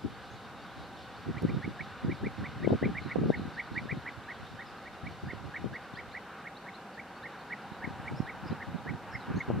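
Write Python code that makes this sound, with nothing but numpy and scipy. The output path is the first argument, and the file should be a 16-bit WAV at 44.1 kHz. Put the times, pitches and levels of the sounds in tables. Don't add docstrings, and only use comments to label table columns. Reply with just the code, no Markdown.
import sys
import numpy as np
from scipy import signal
from scipy.fft import rfft, irfft
from scipy.io import wavfile

SR = 44100
rng = np.random.default_rng(int(sys.argv[2]) if len(sys.argv) > 2 else 0)


def bounce(signal):
    frames = np.transpose(np.atleast_2d(signal))
    limited = np.clip(frames, -1, 1)
    pcm = np.round(limited * 32767).astype(np.int16)
    wavfile.write(sys.argv[1], SR, pcm)


N = 423360
TIME = np.arange(N) / SR


def from_db(db):
    return 10 ** (np.asarray(db) / 20)


def in_time(rows):
    times, *columns = np.transpose(rows)
    return [np.interp(TIME, times, column) for column in columns]


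def noise(spectrum):
    hz, level_db = np.transpose(spectrum)
    bins_hz = np.maximum(np.fft.rfftfreq(N, 1 / SR), 1)
    eq = from_db(np.interp(np.log(bins_hz), np.log(hz), level_db))
    coloured = irfft(rfft(rng.standard_normal(N)) * eq, N)
    return coloured / np.sqrt(np.mean(coloured ** 2))


def drift(rate, t=TIME):
    return np.interp((t - t[0]) * rate, np.arange(4096), rng.standard_normal(4096))


def panned(pan_db):
    gains = from_db([[pan_db / 2], [-pan_db / 2]])
    return gains / np.sqrt(np.mean(gains ** 2))


def add(out, start_s, sound):
    i = max(round(start_s * SR), 0)
    out[..., i:i + sound.shape[-1]] += sound[..., :max(N - i, 0)]


# (frequency [Hz], relative level [dB])
DRONE_COLOUR = [(100, -7.5), (200, 1), (260, -2), (400, -4.5), (520, -2.5), (640, -6), (730, -2),
                (800, 2.5), (870, -8.5), (960, -2), (1100, -17.5), (1600, -51.5)]
RUSH_COLOUR = [(700, -38), (1050, -0.5), (1230, 1.5), (1370, 0), (1530, 2), (1750, -5.5), (2200, -9.5),
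               (3000, -13), (5000, -63)]
FOLIAGE_COLOUR = [(1700, -43), (2400, -2.5), (2900, 5), (3250, 1.5), (3650, 8), (3950, 4.5), (4350, 3.5),
                  (5000, -2.5), (5700, -4.5), (6600, -17), (7600, -14), (10000, -24), (15000, -60)]
AIR_COLOUR = [(30, -13), (150, -23), (400, 0), (1500, 1.5), (3000, -3.5), (5000, -8), (7500, -12.5),
              (10000, -16.5), (13000, -19), (16000, -28)]
# (time [s], drone [dB], rush [dB], foliage [dB])
BED_FADERS = [(0, -55.5, -56, -62.5), (.64, -54, -53, -61.5), (2.4, -54.5, -50.7, -60.5),
              (3.87, -54, -52, -62), (5.3, -54.5, -51.5, -62.5), (6.7, -53.5, -53, -66.5),
              (7.62, -53, -51.5, -63.7), (8.2, -52.5, -50.5, -63.5), (9.6, -52.8, -50, -65)]


def countryside(drone_trim_db=4.5, rush_trim_db=1.0, air_db=-60, flicker_db=1.46):
    drone_db, rush_db, foliage_db = in_time(BED_FADERS)
    drone = from_db(drone_db + drone_trim_db) * noise(DRONE_COLOUR)
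    rush = from_db(rush_db + rush_trim_db + flicker_db * drift(12)) * noise(RUSH_COLOUR)
    foliage = from_db(foliage_db + flicker_db * drift(20)) * noise(FOLIAGE_COLOUR)
    air = from_db(air_db) * np.array([noise(AIR_COLOUR), noise(AIR_COLOUR)])
    return drone + rush + foliage + air


# (time [s], level [dB])
HUM_FADER = [(6.6, -69), (7.8, -53), (9.6, -53)]
# (frequency [Hz], relative level [dB])
HUM_COLOUR = [(550, -25), (760, 5.5), (980, 2.5), (1120, -22), (1300, -41)]


def far_hum():
    return from_db(in_time(HUM_FADER)[0]) * noise(HUM_COLOUR)


# (frequency [Hz], relative level [dB])
LEAF_COLOUR = [(3000, -18), (6500, 3), (9500, 0), (11500, -14), (16000, -32)]


def rustle(peak_s=8.08, width_s=.2, level_db=-75.5):
    swell = np.exp(-((TIME - peak_s) / width_s) ** 2)
    return swell * from_db(level_db + 2 * drift(80)) * noise(LEAF_COLOUR)


def twitter(trim_db=-4.5, pip_hz=3680, count=520):
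    out = np.zeros(N)
    foliage_db = in_time(BED_FADERS)[2]
    for k, (chance, length, pitch, glide, size) in enumerate(rng.random((count, 5))):
        start = int((1 - np.sqrt(chance)) * (N - 1))
        t = TIME[:int((.012 + .03 * length) * SR)]
        progress = t / t[-1]
        spread = .5 if k % 3 else .04
        hz = pip_hz * np.exp(spread * (pitch - .5 + .5 * (glide - .5) * progress))
        swell = from_db(foliage_db[start] + trim_db + 3 * size) * np.sin(np.pi * progress)
        add(out, start / SR, swell * np.sin(2 * np.pi * np.cumsum(hz) / SR))
    return out


# (time [s], length [s], start pitch [Hz], middle pitch [Hz], end pitch [Hz], level [dB])
CHIRP_CUES = [(0.298, .06, 6200, 6450, 7000, -70), (2.11, .06, 5000, 4930, 4700, -69),
              (3.017, 0.091, 4400, 4080, 3830, -61), (3.347, 0.094, 4300, 4040, 4170, -61.5),
              (3.733, .04, 3900, 4400, 4514, -62), (4.662, 0.056, 5100, 4860, 4940, -62),
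              (5.932, 0.051, 3500, 4400, 4990, -61), (5.946, 0.027, 3000, 3300, 3915, -58),
              (6.11, .032, 3400, 4050, 4290, -55.5), (6.189, 0.029, 4000, 4250, 4250, -68),
              (6.55, 0.042, 3400, 4000, 4700, -58), (6.731, 0.037, 3400, 4050, 4300, -55.5),
              (6.929, 0.054, 4500, 4400, 4220, -66.5), (7.146, 0.044, 4300, 4350, 4470, -63.5),
              (7.221, 0.022, 3400, 3770, 4470, -55), (7.385, 0.055, 4500, 4230, 3780, -63.5),
              (7.713, 0.064, 3600, 3830, 4080, -64), (8.155, 0.043, 4650, 5140, 5220, -58.5),
              (8.191, 0.041, 4900, 5600, 4700, -67), (8.222, 0.071, 4400, 3780, 3403, -64),
              (8.446, 0.061, 5000, 4950, 4852, -61), (8.502, 0.029, 3500, 3930, 4090, -58),
              (8.759, 0.059, 4400, 3650, 3500, -64), (9.105, 0.038, 4700, 5470, 5350, -65),
              (9.13, 0.039, 4700, 5380, 4630, -59), (9.182, 0.083, 4400, 3870, 3493, -63),
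              (9.353, 0.058, 6000, 6460, 6000, -63), (9.358, 0.025, 3500, 4280, 4300, -57.5),
              (9.417, 0.029, 3200, 3700, 4434, -60)]


def small_birds(trim_db=2.5, rasp=0.75, waver=.055):
    out = np.zeros(N)
    for s, length_s, start_hz, middle_hz, end_hz, chirp_db in CHIRP_CUES:
        t = TIME[:int(length_s * SR)]
        progress = t / length_s
        scratch = np.interp(length_s, [.03, .06], [.35, 1])
        glide = np.polyfit([0, .5, 1], [start_hz, middle_hz, end_hz], 2)
        hz = np.polyval(glide, progress) * (1 + waver * scratch * drift(500, t))
        swell = np.sqrt(np.sin(np.pi * progress)) * (1 + scratch * rasp * drift(350, t))
        add(out, s, from_db(chirp_db + trim_db) * swell * np.sin(2 * np.pi * np.cumsum(hz) / SR))
    return out


# (time [s], level before the filter [dB], low edge [Hz], high edge [Hz], decay [s])
TICK_CUES = [(1.4235, -43, 2500, 13000, .0004), (4.469, -42, 2200, 4000, .006)]


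def ticks():
    out, t = np.zeros(N), TIME[:SR // 40]
    for s, tick_db, low_hz, high_hz, decay_s in TICK_CUES:
        burst = from_db(tick_db) * rng.standard_normal(len(t)) * np.exp(-t / decay_s)
        band = signal.butter(2, [low_hz, high_hz], "band", fs=SR, output="sos")
        add(out, s, signal.sosfilt(band, burst))
    return out


# (time [s], level [dB])
BREEZE_FADER = [(0, -54), (1.15, -55), (1.5, -47), (1.95, -53), (2.85, -47), (3.4, -48), (3.6, -54),
                (4.8, -59), (5.45, -53), (5.85, -59), (6.0, -53), (6.45, -70), (7.55, -64), (8.0, -49),
                (9.2, -53), (9.6, -47.5)]
# (time [s], hold [s], level [dB], left minus right [dB])
GUST_CUES = [(.045, 0.022, -33, 3), (0.087, .05, -44, 0), (0.312, 0.048, -47, -3), (0.774, .06, -46, -6),
             (1.269, 0.044, -35, -3), (1.349, 0.053, -42, -5), (1.425, 0.034, -28, -2),
             (1.48, .11, -33, -4), (1.646, 0.045, -35, -2), (1.808, .015, -39, -12),
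             (2.039, 0.086, -31, -2), (2.216, 0.062, -33, 2), (2.387, 0.047, -35, -5),
             (2.462, 0.16, -42, 2), (2.629, 0.052, -31.5, 3), (2.701, .05, -27, 1), (2.822, 0.059, -27, 0),
             (2.9, .12, -41, 0), (3.059, 0.016, -34, -14), (3.169, .14, -28, 0), (3.36, 0.12, -37, 1),
             (3.709, 0.068, -37.5, -8), (3.802, 0.076, -41, 5), (3.91, 0.072, -38, 4),
             (4.166, 0.021, -43, -12), (4.39, 0.043, -47, -7), (4.517, 0.034, -46, 3),
             (5.036, 0.081, -41, -1), (5.235, 0.051, -41, 2), (5.327, .18, -44, -9), (5.587, .14, -42, 2),
             (5.64, 0.031, -35, 14), (7.84, .1, -42, 5), (8.107, .04, -40.5, 0), (8.19, 0.051, -43.5, -4.5),
             (8.432, 0.036, -39, -4.5), (8.506, 0.028, -33.5, -0.5), (8.679, 0.031, -36.5, 4.5),
             (8.747, 0.018, -37.5, -12), (8.862, 0.089, -38, -4), (9.141, 0.043, -44, 0),
             (9.283, 0.033, -34.5, 0), (9.346, 0.033, -32, -2.5), (9.486, .11, -31.5, 0)]


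def airflow(attack_s=.012, release_s=.014):
    breeze = from_db(in_time(BREEZE_FADER)[0])
    power = np.tile(breeze ** 2, (2, 1))
    t = TIME[:SR // 2]
    for s, hold_s, gust_db, pan_db in GUST_CUES:
        attack = np.minimum(t / attack_s, 1)
        release = np.exp(-np.maximum(t - attack_s - hold_s, 0) / release_s)
        add(power, s - attack_s, (from_db(gust_db) * panned(pan_db) * attack * release) ** 2)
    return np.sqrt(power)


# (frequency [Hz], relative level [dB])
EDDY_COLOUR = [(20, -20), (60, 0), (120, 1), (180, -4.5), (270, -9.5), (420, -28), (800, -41), (2000, -72)]


def wind(trim_db=-0.5, light_breeze_db=-50, quickening=.19, lumps_db=3.5):
    ports = []
    for flow in airflow():
        strength = flow * from_db(lumps_db * drift(110))
        speed = (strength / from_db(light_breeze_db)) ** quickening
        rumble = np.interp(np.cumsum(speed) % N, np.arange(N), noise(EDDY_COLOUR))
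        ports.append(strength * rumble)
    return from_db(trim_db) * np.array(ports)


# (time [s], peak [dB], pitch [Hz], left minus right [dB])
BUFFET_CUES = [(0.044, -25, 330, 16), (0.061, -25, 300, 18), (1.29, -19, 240, -17), (1.451, -9, 270, 18),
               (1.679, -19, 270, -18), (2.049, -19, 240, -1), (2.097, -16, 300, -18), (2.27, -18, 310, 11),
               (2.647, -14, 360, 18), (2.676, -6, 420, 18), (2.695, -22, 800, 10), (2.706, -14, 470, 18),
               (2.709, -17, 620, 4), (2.72, -19, 200, 0), (2.729, -12, 470, 8), (2.735, -13, 400, 6),
               (2.752, -18, 250, -11), (2.828, -11.5, 420, 18), (2.839, -21, 520, -3),
               (2.859, -16, 280, -4), (3.062, -25, 300, -14), (3.159, -11, 450, -18),
               (3.163, -17, 560, -12), (3.186, -14, 310, 18), (3.217, -16, 210, -5), (3.237, -18, 470, 6),
               (3.259, -17, 170, -5), (3.303, -5, 440, 18), (3.397, -22, 240, -7), (3.857, -27, 300, 6),
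               (3.975, -28, 250, 14), (5.335, -24, 340, -14), (5.644, -17, 330, 18), (5.939, -30, 230, 14),
               (7.72, -28, 200, -15), (8.0, -29, 200, 3), (7.877, -22, 270, 18), (8.114, -27, 250, -6),
               (8.124, -27, 380, 5), (8.204, -12.5, 220, -18), (8.459, -26, 280, -10),
               (8.529, -20, 290, -18), (8.748, -22, 330, -18), (8.862, -25, 240, -12), (9.357, -22, 170, 0),
               (9.369, -17, 210, -6), (9.503, -12.5, 460, 15), (9.512, -22, 600, 5), (9.536, -21, 160, -3),
               (9.571, -20, 160, 3)]


def buffets(tightness=4.8):
    out = np.zeros((2, N))
    t = np.arange(-SR // 60, SR // 60) / SR
    for s, peak_db, hz, pan_db in BUFFET_CUES:
        pulse = (1 - 2j * np.pi * hz * t / tightness) ** -tightness
        sides = panned(pan_db) / panned(pan_db).max()
        skew = np.where(sides < 1, 2, .5) * rng.standard_normal((2, 1))
        add(out, s + t[0], from_db(peak_db) * sides * np.real(pulse * np.exp(1j * skew)))
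    return out


def scatter(dry, t60_s):
    t = TIME[:SR // 2]
    tail = rng.standard_normal((2, len(t))) * from_db(-60 * t / t60_s) * (t > .008)
    tail /= np.sqrt(np.sum(tail ** 2) / 2)
    return signal.fftconvolve(dry[None], tail, axes=1)[:, :N]


def syrinx_gate(u, opens_s=-.037, opening_s=.02, shut_s=.017, shutting_s=.009):
    return np.clip(np.minimum((u - opens_s) / opening_s, (shut_s - u) / shutting_s), 0, 1)


# (time [s], pitch [share of crest pitch])
LANDING_PITCH = [(1.4, 0.93), (3.0, 0.87), (3.3, 0.83), (9.5, 0.82)]


def arch(u, call_s, shoulder=.83, shoulder_s=-.016, climb_per_s=9.0, rise_s=.00533, fall_s=.0067):
    climb = shoulder + climb_per_s * np.minimum(u - shoulder_s, 0)
    landing = np.interp(call_s, *np.transpose(LANDING_PITCH))
    foot = np.where(u < 0, climb, landing)
    hump = np.exp(-(u / np.where(u < 0, rise_s, fall_s)) ** 2)
    return foot + (1 - foot) * hump


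# (crest time [s], crest pitch [Hz], time stretch [ratio], crest level [dB],
# rise level [dB re crest], fall level [dB re crest], voice crack [0-1])
WHISTLE_CUES = [(1.385, 2390, 0.7, -42.5, -3, -10, 0), (1.5, 2390, 0.76, -44.5, -1, -8, 0),
                (1.648, 2300, 0.93, -37.5, -4.5, -4, 0), (1.811, 2291, 0.67, -34, -4, -4, 0),
                (2.118, 2350, 0.89, -38.5, -2.5, -1, 0.2), (2.265, 2385, 0.86, -38.5, -0.5, 1, 0.3),
                (2.462, 2363, 0.8, -40.5, 2, -1, 0.2), (2.65, 2337, 0.8, -40.5, 1.5, 6, 0.1),
                (2.852, 2434, 0.86, -38.5, 4.5, 4, 0.66), (2.98, 2390, 1.06, -35, -1.5, 1, 0.7),
                (3.118, 2276, 0.97, -33.5, -6, -2, 1), (3.344, 2200, 0.84, -33, -4.5, -1, 0.37),
                (3.6, 2246, 1.02, -30, -7, -5.5, 0.1), (3.783, 2337, 0.95, -30, -3, -4, 0.3),
                (3.917, 2386, 0.9, -32, -0.5, -2.5, 1), (4.084, 2340, 0.91, -38.5, 3, 3.5, 1),
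                (4.313, 2248, 1.07, -41, 3.5, 3, 0.88), (4.616, 2253, 1.04, -46.5, 8, 7.5, 0.41),
                (4.878, 2310, 0.99, -46.5, 1.5, -7, 0.25), (5.074, 2330, 1.21, -40.3, -7.5, -13, 0.14),
                (5.309, 2213, 1.05, -39.5, -4, 0.5, 0.06), (5.566, 2264, 0.93, -36, -0.5, -1.5, 0.5),
                (5.763, 2253, 0.99, -37.5, 0, -2.5, 0.63), (5.996, 2287, 1, -40.5, 0.5, 1, 0.8),
                (6.171, 2330, 1, -39.5, 3, 1, 0.77), (6.474, 2242, 0.86, -39, -3, -4.5, 0.43),
                (6.69, 2237, 1, -42.5, -1, -2, 0.98), (7.0, 2315, 0.87, -39.5, -3, -7.5, 0.46),
                (7.261, 2202, 1.1, -38.5, -3, 0, 0.03), (7.529, 2291, 0.97, -34, -4, 1.5, 0.47),
                (7.847, 2202, 1.01, -35, -6, -2, 0.02), (8.084, 2307, 1.1, -38.5, -3.5, -12.5, 0.85),
                (8.298, 2273, 1.03, -40, 0.5, -1, 0.99), (8.623, 2160, 0.78, -40.5, 0.5, 6, 0.9),
                (8.897, 2272, 0.96, -41.5, 4, 0, 0.75), (9.155, 2180, 0.97, -34, -9, -6, 0.69),
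                (9.41, 2209, 1.06, -30.5, -17, -10, 0.86)]


def bee_eater(trim_db=0.5, waver=0.0096, flutter_db=1.9, overshoot=0.038, octave_db=-38,
              ground_db=-16, ground_s=0.014):
    out = np.zeros(N)
    t = np.arange(-SR // 16, SR // 24) / SR
    for s, crest_hz, stretch, crest_db, rise_db, fall_db, crack in WHISTLE_CUES:
        u = t / stretch
        push = crack * np.interp(u, [-.024, -.016, -.0145], [0, 1, 0])
        dropout = crack * np.exp(-((u + .0145) / .002) ** 2)
        hz = crest_hz * (arch(u, s) + overshoot * push) * (1 + waver * drift(500, t))
        phase = 2 * np.pi * np.cumsum(hz) / SR
        effort_db = crest_db + np.interp(u, [-.009, -.003, .003, .008], [rise_db, 0, 0, fall_db])
        gain = from_db(trim_db + effort_db + flutter_db * drift(381, t))
        tone = np.sin(phase) + from_db(octave_db) * np.sin(2 * phase)
        call = gain * syrinx_gate(u) * (1 - dropout) * tone
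        echo = np.interp(t - ground_s * rng.uniform(.6, 1.4), t, call)
        add(out, s + t[0], call + from_db(ground_db) * echo)
    return out


def scene():
    near = bee_eater()
    far = small_birds() + twitter()
    near = near * panned(pan_db=-1.7) + from_db(-26) * scatter(near, t60_s=.46)
    far = far + from_db(-7) * scatter(far, t60_s=.35)
    return near + far + wind() + buffets() + ticks() + rustle() + countryside() + far_hum()


def record(dry, low_cut_hz=68, high_cut_hz=15720):
    low_cut = signal.butter(2, low_cut_hz, "high", fs=SR, output="sos")
    high_cut = signal.ellip(10, .05, 50, high_cut_hz, fs=SR, output="sos")
    return signal.sosfiltfilt(high_cut, signal.sosfilt(low_cut, dry))


dry = scene()
out = record(dry)
bounce(out)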